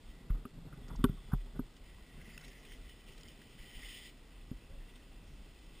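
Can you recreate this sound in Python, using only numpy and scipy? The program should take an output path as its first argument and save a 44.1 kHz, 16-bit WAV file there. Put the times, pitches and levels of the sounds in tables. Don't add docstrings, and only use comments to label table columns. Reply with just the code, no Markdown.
import sys
import numpy as np
from scipy import signal
from scipy.fft import rfft, irfft
from scipy.io import wavfile
from scipy.ndimage import uniform_filter1d

SR = 44100
rng = np.random.default_rng(int(sys.argv[2]) if len(sys.argv) > 2 else 0)


def transcribe(u):
    v = np.clip(np.atleast_2d(u).T, -1, 1)
    q = np.round(v * 32767).astype(np.int16)
    wavfile.write(sys.argv[1], SR, q)


def amplitude_ratio(level_db):
    exponent = np.asarray(level_db, float) / 20
    return 10 ** exponent


N = 255780

# (frequency [Hz], level [dB], t60 [s])
SHELL_MODES = [(720, 4, 0.037), (835, 8.5, 0.027), (962, 5.5, 0.033), (1112, 6.5, 0.037),
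               (1245, 10.5, 0.029), (1370, 6, 0.033), (1454, 1, 0.052), (1560, -13, 0.035)]
# (frequency [Hz], width [Hz], level [dB])
LOWER_PORT_MODES = [(1960, 120, 0), (2130, 170, -7)]
# (frequency [Hz], width [Hz], level [dB])
UPPER_PORT_MODES = [(2430, 170, -5), (2680, 150, -8), (3060, 200, 0), (3480, 260, -6)]
# (frequency [Hz], width [Hz], level [dB])
TOP_PORT_MODES = [(4050, 280, -3), (4850, 320, 0), (5330, 340, 0)]
# (time [s], peak [dB], pitch [Hz], top port re peak [dB])
CRUST_SNAPS = [(0.8818, -51, 1800, -3), (1.0904, -56, 2050, -21), (1.764, -55, 3170, -12),
               (1.895, -55, 1970, -25), (2.2139, -54, 2070, -17), (2.2897, -53, 2050, -13),
               (2.4095, -50, 1860, -9), (2.447, -51, 3350, -7), (2.4806, -49.5, 1900, -13),
               (2.6495, -49.5, 2680, -19), (2.7186, -47, 1830, -20), (2.733, -52, 3320, -22),
               (2.894, -49.5, 3060, -16), (3.082, -55, 2670, -5), (3.1772, -54, 1990, 0),
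               (3.208, -52, 1970, -4), (3.283, -48.5, 3080, -11), (2.53, -51.5, 1940, -13),
               (3.415, -52.5, 1980, -22), (3.582, -57, 1940, -24), (3.6331, -60, 1980, -17),
               (3.8305, -47, 2080, -25), (3.9464, -51, 3040, -25), (4.064, -49, 3000, -16),
               (4.4096, -63, 2760, -28), (4.892, -56, 2700, -20), (4.956, -52, 2690, -19)]


def rms_one(x):
    return x / np.sqrt(np.mean(x ** 2) + 1e-20)


def in_time(table):
    s, *columns = np.transpose(table)
    return [np.interp(np.arange(N) / SR, s, c) for c in columns]


def swells(rows, *rest_db):
    t = np.arange(0, N, 64) / SR
    s, length_s, *columns = np.transpose(rows)
    offset = (t[:, None] - s) / np.maximum(length_s, 0.01)
    bells = np.exp(-4 * np.log(2) * offset ** 2) ** 2
    curves = []
    for db, rest in zip(columns, rest_db):
        power = bells @ amplitude_ratio(db) ** 2 + amplitude_ratio(rest) ** 2
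        curves.append(np.interp(np.arange(N) / SR, t, 10 * np.log10(power)))
    return curves


def drift(rate_hz):
    r = np.exp(-2 * np.pi * rate_hz * 40 / SR)
    white = rng.standard_normal(N // 40 + 2002)
    slow = signal.lfilter([1], [1, -2 * r, r * r], white)[2000:]
    return np.interp(np.arange(N) / 40, np.arange(len(slow)), rms_one(slow))


def ring(force, modes):
    out = 0
    for hz, db, t60_s in modes:
        r, w = amplitude_ratio(-60 / (t60_s * SR)), 2 * np.pi * hz / SR
        rise, decay = [0, amplitude_ratio(db) * np.sin(w)], [1, -2 * r * np.cos(w), r * r]
        out = out + signal.lfilter(rise, decay, force + 1e-18)
    return out


def peak(x, hz, width_hz):
    r = np.exp(-np.pi * width_hz / SR)
    poles = [1, -2 * r * np.cos(2 * np.pi * hz / SR), r * r]
    return signal.lfilter([(1 - r * r) / 2, 0, (r * r - 1) / 2], poles, x)


def steep(x, hz, width_hz):
    return peak(peak(x, hz, width_hz * 1.55), hz, width_hz * 1.55)


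def coloured(points):
    hz, db = np.transpose(points)
    bins_hz = np.arange(N // 2 + 1) * SR / N
    shape = amplitude_ratio(np.interp(np.log(bins_hz + 1), np.log(hz), db))
    return rms_one(irfft(rfft(rng.standard_normal(N)) * shape, N))


def evened(x, span_s, share):
    swell = np.sqrt(uniform_filter1d(x ** 2, int(span_s * SR)) + 1e-12)
    return rms_one(x / swell ** np.clip(share, 0, 1))


def burst(s, length_s, noise):
    decay = np.exp(-np.arange(len(noise)) / SR / max(length_s, 3e-4))
    return round(s * SR), np.r_[2.5, noise[1:]] * decay


def soft(contact_s):
    t = np.arange(1500) / SR / max(contact_s, 5e-5)
    force = t * t * np.exp(-t)
    return force / np.sum(force)


def air():
    # (frequency [Hz], density [dB per Hz])
    air_spectrum = [(60, -8), (150, -6), (300, -7), (600, -16.5), (1000, -20), (1700, -23.5), (3000, -24),
                    (4200, -25), (5500, -28)]
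    return amplitude_ratio(-61) * coloured(air_spectrum)


def channel_hiss():
    # (frequency [Hz], density [dB per Hz])
    hiss_spectrum = [(24, -37), (40, -10), (130, -3.5), (680, -14), (3640, -16.5), (5220, -18.5),
                     (5990, -31), (7010, -20), (9000, -25), (11700, -63), (19800, -120)]
    return amplitude_ratio(-77) * coloured(hiss_spectrum)


def handling():
    # (centre [s], length [s], peak [dB])
    gust_rows = [(.09, 0.13, -50.5), (.25, .05, -56), (.52, 0.064, -54), (.62, 0.077, -47.5),
                 (.84, 0.21, -50), (1.0, 0.17, -44), (1.18, 0.053, -48.5), (1.29, 0.11, -46.5),
                 (1.43, 0.043, -55), (1.56, 0.19, -48), (1.81, 0.044, -53), (1.93, 0.25, -54),
                 (2.19, 0.078, -48.5), (2.38, 0.37, -55), (2.82, 0.21, -50), (3.1, .12, -57),
                 (3.24, 0.26, -57), (3.62, 0.038, -48.5), (3.78, 0.05, -47), (3.86, 0.082, -50.5),
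                 (4.01, 0.058, -59), (4.42, 0.39, -54), (4.55, 0.05, -50), (4.76, 0.16, -48),
                 (5.0, 0.28, -58.5), (5.24, 0.37, -54), (5.38, 0.12, -50), (5.68, 0.37, -56)]
    # (centre [s], length [s], low wall [dB], upper wall [dB])
    rub_rows = [(.1, 0.19, -70, -64), (.21, 0.041, -54, -65), (.28, 0.071, -54, -59), (.37, 0.1, -50, -54),
                (.57, 0.049, -47.5, -75), (.7, 0.21, -48, -58), (.8, 0.11, -66, -57),
                (.91, 0.08, -63, -45.5), (.99, 0.29, -48, -76), (1.13, 0.042, -46.5, -63),
                (1.23, 0.056, -56, -67), (1.29, 0.036, -51.5, -52.5), (1.48, 0.053, -56, -53),
                (1.57, 0.049, -47.5, -48), (2.19, 0.092, -52.5, -57), (2.3, 0.086, -57.5, -52.5),
                (2.4, 0.21, -56, -57), (2.68, 0.41, -72, -58), (3.12, 0.11, -70, -54.5),
                (3.24, 0.11, -60, -57.5), (3.45, 0.45, -60.5, -64.5), (3.62, 0.046, -60, -76),
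                (3.78, 0.077, -64, -66), (3.82, 0.32, -78, -57.5), (4.48, 0.04, -58, -71),
                (4.74, 0.14, -62, -74), (4.92, 0.086, -72, -58.5), (5.26, 0.22, -61.5, -76),
                (5.4, 0.22, -60, -71)]
    sway_db, = swells(gust_rows, -60.5)
    low_db, upper_db = swells(rub_rows, -67, -75)
    rustle_db = 10 * np.log10(amplitude_ratio(upper_db - 10) ** 2 + amplitude_ratio(-71) ** 2)
    white = rng.standard_normal((3, N))
    sway = evened(steep(white[0], hz=31.6, width_hz=16.0), span_s=0.088, share=0.57)
    lumps = white[1] * amplitude_ratio(5.5 * drift(rate_hz=14.4))
    low = evened(steep(lumps, hz=140.3, width_hz=61.4), span_s=0.062, share=1.0)
    upper = steep(lumps, hz=216.6, width_hz=66) + 0.5 * steep(lumps, hz=352, width_hz=72)
    upper = evened(upper, span_s=0.019, share=0.34)
    rustle = rms_one(ring(white[2] * amplitude_ratio(2.5 * drift(rate_hz=40)), SHELL_MODES))
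    walls = amplitude_ratio(low_db - 4.0) * low + amplitude_ratio(upper_db - 7.0) * upper
    return amplitude_ratio(sway_db) * sway + walls + amplitude_ratio(rustle_db - 7.0) * rustle


def board():
    # (time [s], edge pressure [dB], lower port re pressure as the base turns away [dB])
    edge_rows = [(0, -73, -4), (.1, -62.5, -6), (.3, -83, 12.5), (.6, -89, 8), (.75, -71.5, 0.5),
                 (1.3, -63, -5.5), (1.74, -71, -4.5), (1.88, -64, -4), (2.12, -65.5, 0), (2.3, -61, -5.5),
                 (2.6, -61.5, -4), (3.572, -59.5, -10), (3.586, -58.5, -4), (3.94, -48, -7.5),
                 (4.095, -51.5, -8.5), (4.125, -65, -5), (5.0, -68.5, -5.5), (5.8, -61, -8.5)]
    spray_s, spray_re_snap_db = 0.099, -15.5
    edge_db, lower_db = in_time(edge_rows)
    spray_db, = swells([(s, spray_s, db + spray_re_snap_db) for s, db, *_ in CRUST_SNAPS], -100)
    press_db = 10 * np.log10(amplitude_ratio(edge_db) ** 2 + amplitude_ratio(spray_db) ** 2)
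    top_db = -8.5 - 0.1 * (press_db + 72)
    chatter = 2.26 * drift(rate_hz=40) + 0.21 * drift(rate_hz=45)
    groups = ((LOWER_PORT_MODES, press_db + lower_db),
              (UPPER_PORT_MODES, press_db - 4.0),
              (TOP_PORT_MODES, press_db + top_db))
    out = 0
    for ports, db in groups:
        group = 0
        for hz, width_hz, port_db in ports:
            breaks = rng.random(N) < 6000 / SR
            grains = breaks * rng.standard_normal(N) * amplitude_ratio(chatter + 0.64 * drift(rate_hz=29.0))
            group = group + amplitude_ratio(port_db) * rms_one(steep(grains, hz, width_hz))
        out = out + amplitude_ratio(db - 4.0) * evened(group, span_s=0.013, share=0.32)
    return out


def far_boards():
    # (frequency [Hz], width [Hz])
    far_ports = [(2670, 160), (3420, 265)]
    # (centre [s], length [s], first port [dB], second port [dB])
    pass_rows = [
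        (0.0, 0.46, -89, -76),
        (1.13, 0.79, -100, -71.5),
        (2.403, 0.76, -73, -77),
        (2.84, 0.28, -86, -72.5),
        (3.45, 0.8, -81, -80),
        (3.906, 0.28, -85, -62.5),
        (5.098, 1, -74.5, -79),
        (5.8, 0.15, -73, -71),
    ]
    out = 0
    for db, (hz, width_hz) in zip(swells(pass_rows, -80.5, -80.5), far_ports):
        flicker = rng.standard_normal(N) * amplitude_ratio(0.97 * drift(rate_hz=38))
        out = out + amplitude_ratio(db + 0.5) * rms_one(steep(flicker, hz, width_hz))
    return out


def taps():
    # (time [s], peak [dB], pitch of the spot [Hz], contact length [s])
    tap_rows = [(0.298, -52, 1220, 0.0073), (0.304, -45, 1220, 0.0023), (0.345, -55.5, 1190, 0.014),
                (0.452, -44, 1250, 0.0013), (0.454, -50, 1300, 0.0037), (0.726, -53.5, 1360, 0.0041),
                (0.74, -57, 1250, 0.0054), (0.9, -47.5, 1020, 0.008), (0.901, -51, 1470, 0.004),
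                (0.936, -63, 1230, 0.0067), (0.949, -49.5, 990, 0.005), (0.987, -55, 1230, 0.025),
                (1.0395, -25, 1300, 0.0028), (1.0445, -29, 970, 0.0041), (1.046, -34, 1440, 0.0034),
                (1.084, -53, 1280, 0.019), (1.172, -56, 1090, 0.022), (1.302, -56, 1250, 0.0078),
                (1.315, -48, 980, 0.008), (1.322, -47, 990, 0.0056), (1.319, -43, 1460, 0.004),
                (1.329, -41.5, 1440, 0.0046), (1.336, -36, 900, 0.0044), (1.004, -55, 1050, 0.006),
                (1.591, -43.5, 1400, 0.0041), (1.595, -60, 1380, 0.0024), (1.594, -46, 920, 0.0028),
                (1.982, -56.5, 1060, 0.0058), (2.376, -52, 1400, 0.0024), (4.515, -60, 1290, .005)]
    grip_damping = 0.65
    glove_cut = signal.butter(4, 1800, fs=SR, output="sos")
    out, rough = np.zeros(N + 4000), rng.standard_normal((len(tap_rows), 4000))
    for (s, db, spot_hz, length_s), noise in zip(tap_rows, rough):
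        at, puff = burst(s, length_s, noise)
        modes = [(hz, mode_db - 28 * abs(np.log2(hz / spot_hz)), t60_s * grip_damping)
                 for hz, mode_db, t60_s in SHELL_MODES]
        tap = ring(signal.sosfilt(glove_cut, puff), modes)
        tap = steep(tap, spot_hz, width_hz=380)
        out[at:at + len(puff)] += amplitude_ratio(db - 0.5) * tap / np.max(np.abs(tap))
    return out[:N]


def knocks():
    # (time [s], contact [s], low wall [dB], mid wall [dB], lid [dB])
    negative_rows = [(0.3035, 0.00023, -39.5, -57, -57), (0.453, 0.00012, -59, -33.5, -39.5),
                     (1.008, 0.0005, -42, -38, -65.4), (1.0125, .0005, -39, -40, -62),
                     (0.913, 0.00044, -43, -33.5, -60), (1.042, 0.00027, -26, -13, -15.5),
                     (1.095, 0.0002, -26.5, -57, -43), (1.5938, 0.00011, -35, -24, -37),
                     (1.331, 0.00038, -35, -46, -48), (4.514, 0.00022, -36.5, -30.5, -44),
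                     (4.715, 0.00086, -49, -68, -56)]
    # (time [s], contact [s], low wall [dB], mid wall [dB], lid [dB])
    positive_rows = [
        (0.3001, 0.00044, -37, -51, -62),
        (1.0406, 0.00021, -22, -19, -42),
        (1.592, 0.0002, -32, -40, -65),
        (0.346, 0.00053, -38, -54, -62),
        (0.991, 0.00031, -48, -37, -51),
        (.9955, .0004, -48, -35, -61),
        (1.3336, 0.00041, -19.5, -31.5, -28.5),
    ]
    # (frequency [Hz], level [dB], t60 [s])
    low_wall = [(141.6, -4, 0.077), (184, 3, 0.027)]
    mid_wall = [(250.6, 0.0082, 0.052)]
    lid = [(395.5, 0, 0.079)]
    forces = np.zeros((3, N))
    for way, rows in ((-0.91, negative_rows), (0.87, positive_rows)):
        for s, contact_s, *part_db in rows:
            at, push = round(s * SR), soft(contact_s)
            forces[:, at:at + len(push)] += way * amplitude_ratio(part_db)[:, None] * push
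    walls = sum(ring(force, modes) for force, modes in zip(forces, (low_wall, mid_wall, lid)))
    return walls - 1.3 * peak(walls, hz=450, width_hz=170)


def jolts():
    # (time [s], direction, level [dB], contact [s])
    jolt_rows = [(0.302, -1, -24.5, 0.0012), (0.962, 1, -35, 0.0021), (0.994, 0.86, -32, 0.0019),
                 (1.051, 0.63, -29, 0.00055), (1.34, -0.79, -26.5, 0.0011), (1.595, -0.95, -42, 0.0015),
                 (4.523, -0.76, -44, 0.002), (4.716, -0.97, -49, 0.0012), (4.77, 1, -43, 0.0017),
                 (5.369, 0.87, -48, 0.0016), (0.369, -0.81, -51, 0.00098)]
    # (frequency [Hz], level [dB], t60 [s])
    mount_mode = [(37.1, 3.5, 0.31)]
    force = np.zeros(N)
    for s, way, db, contact_s in jolt_rows:
        push = soft(contact_s)
        force[round(s * SR):][:len(push)] += way * amplitude_ratio(db) * push
    return np.gradient(ring(force, mount_mode)) * SR / (2 * np.pi * mount_mode[0][0])


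def crunch():
    # (time [s], peak [dB], pitch [Hz], top port re peak [dB], length [s])
    crack_rows = [
        (0.304, -51, 1900, -30, 0.0033),
        (0.453, -57, 2450, -34, 0.0013),
        (0.959, -48, 4870, -2, 0.0023),
        (1.0412, -26.5, 3160, -26.5, 0.0013),
        (1.042, -34.5, 3530, -28, 0.0011),
    ]
    # length [s], share of the other ports
    events = [(*row, 0.0054, 0.85) for row in CRUST_SNAPS] + [(*row, 0.6) for row in crack_rows]
    out, rough = np.zeros(N + 1500), rng.standard_normal((len(events), 1500))
    for (s, db, hz, top_db, length_s, others), noise in zip(events, rough):
        at, puff = burst(s, length_s, noise)
        body, top = (rms_one(sum(amplitude_ratio(port_db) * steep(puff, port_hz, width_hz)
                                 for port_hz, width_hz, port_db in ports))
                     for ports in (LOWER_PORT_MODES + UPPER_PORT_MODES, TOP_PORT_MODES))
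        snap = rms_one(steep(puff, hz, width_hz=480)) + others * body + amplitude_ratio(top_db + 11.0) * top
        out[at:at + len(puff)] += amplitude_ratio(db + 0.5) * snap / np.max(np.abs(snap))
    return out[:N]


def ticks():
    # (time [s], peak [dB], frequency [Hz], width [Hz])
    tick_rows = [(.4525, -55, 2550, 600), (.7245, -51, 1300, 220), (1.045, -48, 3600, 400),
                 (1.0475, -48, 3000, 200), (2.3765, -49, 5350, 500), (2.3766, -49, 1800, 450),
                 (2.3768, -42.5, 2670, 270), (2.377, -52, 3500, 600), (2.3785, -51, 5000, 450),
                 (2.379, -54, 1450, 400), (3.2015, -57, 3000, 330), (3.2325, -50, 3100, 500),
                 (3.2326, -50, 5000, 450), (3.2327, -54, 4100, 700), (3.2775, -57, 4950, 400),
                 (3.289, -54, 3000, 220)]
    out, click = np.zeros(N + 1500), np.r_[1.0, np.zeros(1499)]
    for s, db, hz, width_hz in tick_rows:
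        tick = steep(steep(click, hz, width_hz), hz, width_hz)
        out[round(s * SR):][:len(tick)] += amplitude_ratio(db) * tick / np.max(np.abs(tick))
    return out[:N]


def surges():
    # (centre [s], length [s], pitch [Hz], level [dB])
    surge_rows = [(2.206, 0.049, 1560, -68.5), (2.215, 0.021, 2090, -64), (2.261, 0.022, 1960, -60.5),
                  (2.266, 0.033, 2600, -70), (2.302, 0.022, 2060, -62), (2.31, .03, 2600, -66),
                  (2.341, 0.044, 4840, -66.5), (2.346, 0.039, 1950, -63), (2.423, 0.037, 1480, -66),
                  (2.442, 0.052, 2030, -61.5), (2.446, .012, 3800, -62), (2.464, .012, 2660, -61),
                  (2.49, .03, 5300, -67), (2.448, 0.082, 5740, -68), (2.525, 0.03, 1940, -62.5),
                  (2.565, 0.037, 1990, -62.5), (2.656, 0.019, 3100, -68), (2.693, 0.037, 1980, -66),
                  (2.72, .05, 3050, -64), (2.722, 0.097, 5800, -68), (2.745, 0.028, 2030, -66),
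                  (3.595, 0.016, 1950, -61), (3.638, 0.014, 1950, -63), (3.68, .05, 3050, -61.5),
                  (3.715, 0.017, 2970, -65), (3.748, 0.041, 1980, -64), (3.765, .04, 3050, -58),
                  (3.769, 0.024, 4900, -68), (3.835, 0.029, 2010, -56), (3.856, 0.022, 3050, -54),
                  (3.859, 0.044, 4750, -69), (3.877, .035, 1960, -59.5), (3.899, 0.03, 3020, -55),
                  (3.918, 0.056, 4950, -70), (3.947, 0.017, 3030, -52), (3.976, 0.021, 1990, -62),
                  (3.986, 0.023, 3050, -59), (4.034, 0.038, 3150, -62), (4.04, 0.068, 2020, -62.5),
                  (4.047, 0.054, 5000, -64.5), (4.07, .015, 3000, -70), (2.255, .09, 5850, -72),
                  (2.59, .09, 5850, -71), (2.876, 0.055, 1970, -67.5), (2.916, .04, 2980, -65),
                  (3.004, 0.014, 3050, -66.5), (3.093, 0.037, 2710, -63.5), (3.263, 0.03, 1960, -66.5),
                  (3.511, 0.017, 2980, -67), (3.665, 0.05, 4900, -71),
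                  (4.35, .06, 2650, -73), (4.412, .012, 2500, -70), (4.425, .03, 3250, -73),
                  (4.64, .06, 2650, -73), (4.82, .06, 1900, -72), (4.893, .02, 2000, -69),
                  (4.9, .025, 2680, -69), (4.905, .02, 3300, -69), (4.955, .012, 3700, -72),
                  (5.005, .02, 2000, -70), (3.9, .4, 5000, -65), (3.61, .05, 3000, -65),
                  (3.61, .05, 2400, -68), (3.61, .05, 4900, -70), (4.95, .15, 5700, -77),
                  (5.3, .18, 5700, -76), (3.15, .16, 5600, -75)]
    rows = surge_rows
    out, t = np.zeros(N), np.arange(-4096, 4096) / SR
    for (s, length_s, hz, db), noise in zip(rows, rng.standard_normal((len(rows), len(t)))):
        band = evened(steep(noise, hz, width_hz=0.092 * hz), span_s=0.0081, share=0.91)
        bell = np.exp(-4 * np.log(2) * (t / max(length_s, 0.005)) ** 2)
        out[round(s * SR) - 4096:][:len(t)] += amplitude_ratio(db) * band * bell
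    return out


def squeak():
    # (time [s], frequency [Hz], level [dB])
    hinge_rows = [
        (4.68, 533, -82),
        (4.698, 511, -67),
        (4.734, 597, -68.5),
        (4.772, 535, -67),
        (4.79, 554, -79),
    ]
    hz, db = in_time(hinge_rows)
    t = np.arange(N) / SR
    fade = np.clip(np.minimum(t - hinge_rows[0][0], hinge_rows[-1][0] - t) / 0.018, 0, 1)
    return np.sqrt(2) * amplitude_ratio(db) * fade * np.sin(2 * np.pi * np.cumsum(hz) / SR)


def scene():
    mid = air() + handling() + board() + far_boards() + taps() + knocks()
    mid = mid + jolts() + crunch() + ticks() + surges() + squeak()
    side = channel_hiss()
    return np.array([mid + side, mid - side])


def masked(x):
    # (low edge [Hz], high edge [Hz], rarity of a gap [spreads])
    starved_bands = [(13480, 13760, -.1), (12780, 13060, .2), (13100, 13350, .9), (12450, 12650, 1.1),
                     (11900, 12100, 1.1), (11100, 11350, 1.6)]

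    def band(low_hz, high_hz):
        sos = signal.butter(4, (low_hz, high_hz), "band", fs=SR, output="sos")
        return signal.sosfiltfilt(sos, x)

    faint, loud = band(12650, 13450), band(13800, 15200)
    loud_db = 10 * np.log10(uniform_filter1d(loud ** 2, int(0.08 * SR)) + 1e-18)
    hidden = np.clip(loud_db + 72.5, 0, 1)
    blow = uniform_filter1d(faint ** 2, 1000) > amplitude_ratio(-80) ** 2
    gaps = 0
    for low_hz, high_hz, rarity in starved_bands:
        gaps = gaps + band(low_hz, high_hz) * np.clip(4 * (drift(rate_hz=12) - rarity), 0, 1)
    return x - (faint * hidden + gaps * (1 - hidden)) * uniform_filter1d(1.0 - blow, 200)


def top_cut(x):
    return signal.sosfilt(signal.butter(12, 15990, fs=SR, output="sos"), x)


def record(dry):
    up, down, hold_steps = 40, 147, 4
    mid, side = dry.mean(axis=0), (dry[0] - dry[1]) / 2
    guarded = signal.sosfilt(signal.cheby2(10, 30.0, 6170, fs=SR, output="sos"), mid)
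    wide = signal.resample_poly(guarded, up * hold_steps, down)
    stairs = np.repeat(wide[::hold_steps], hold_steps)
    held = masked(signal.resample_poly(stairs, down, up * hold_steps)[:N])
    both = np.array([held + side, held - side])
    both = signal.sosfilt(signal.ellip(12, 0.3, 70, 15240, fs=SR, output="sos"), both)
    return top_cut(both)


dry = scene()
out = record(dry)
transcribe(out)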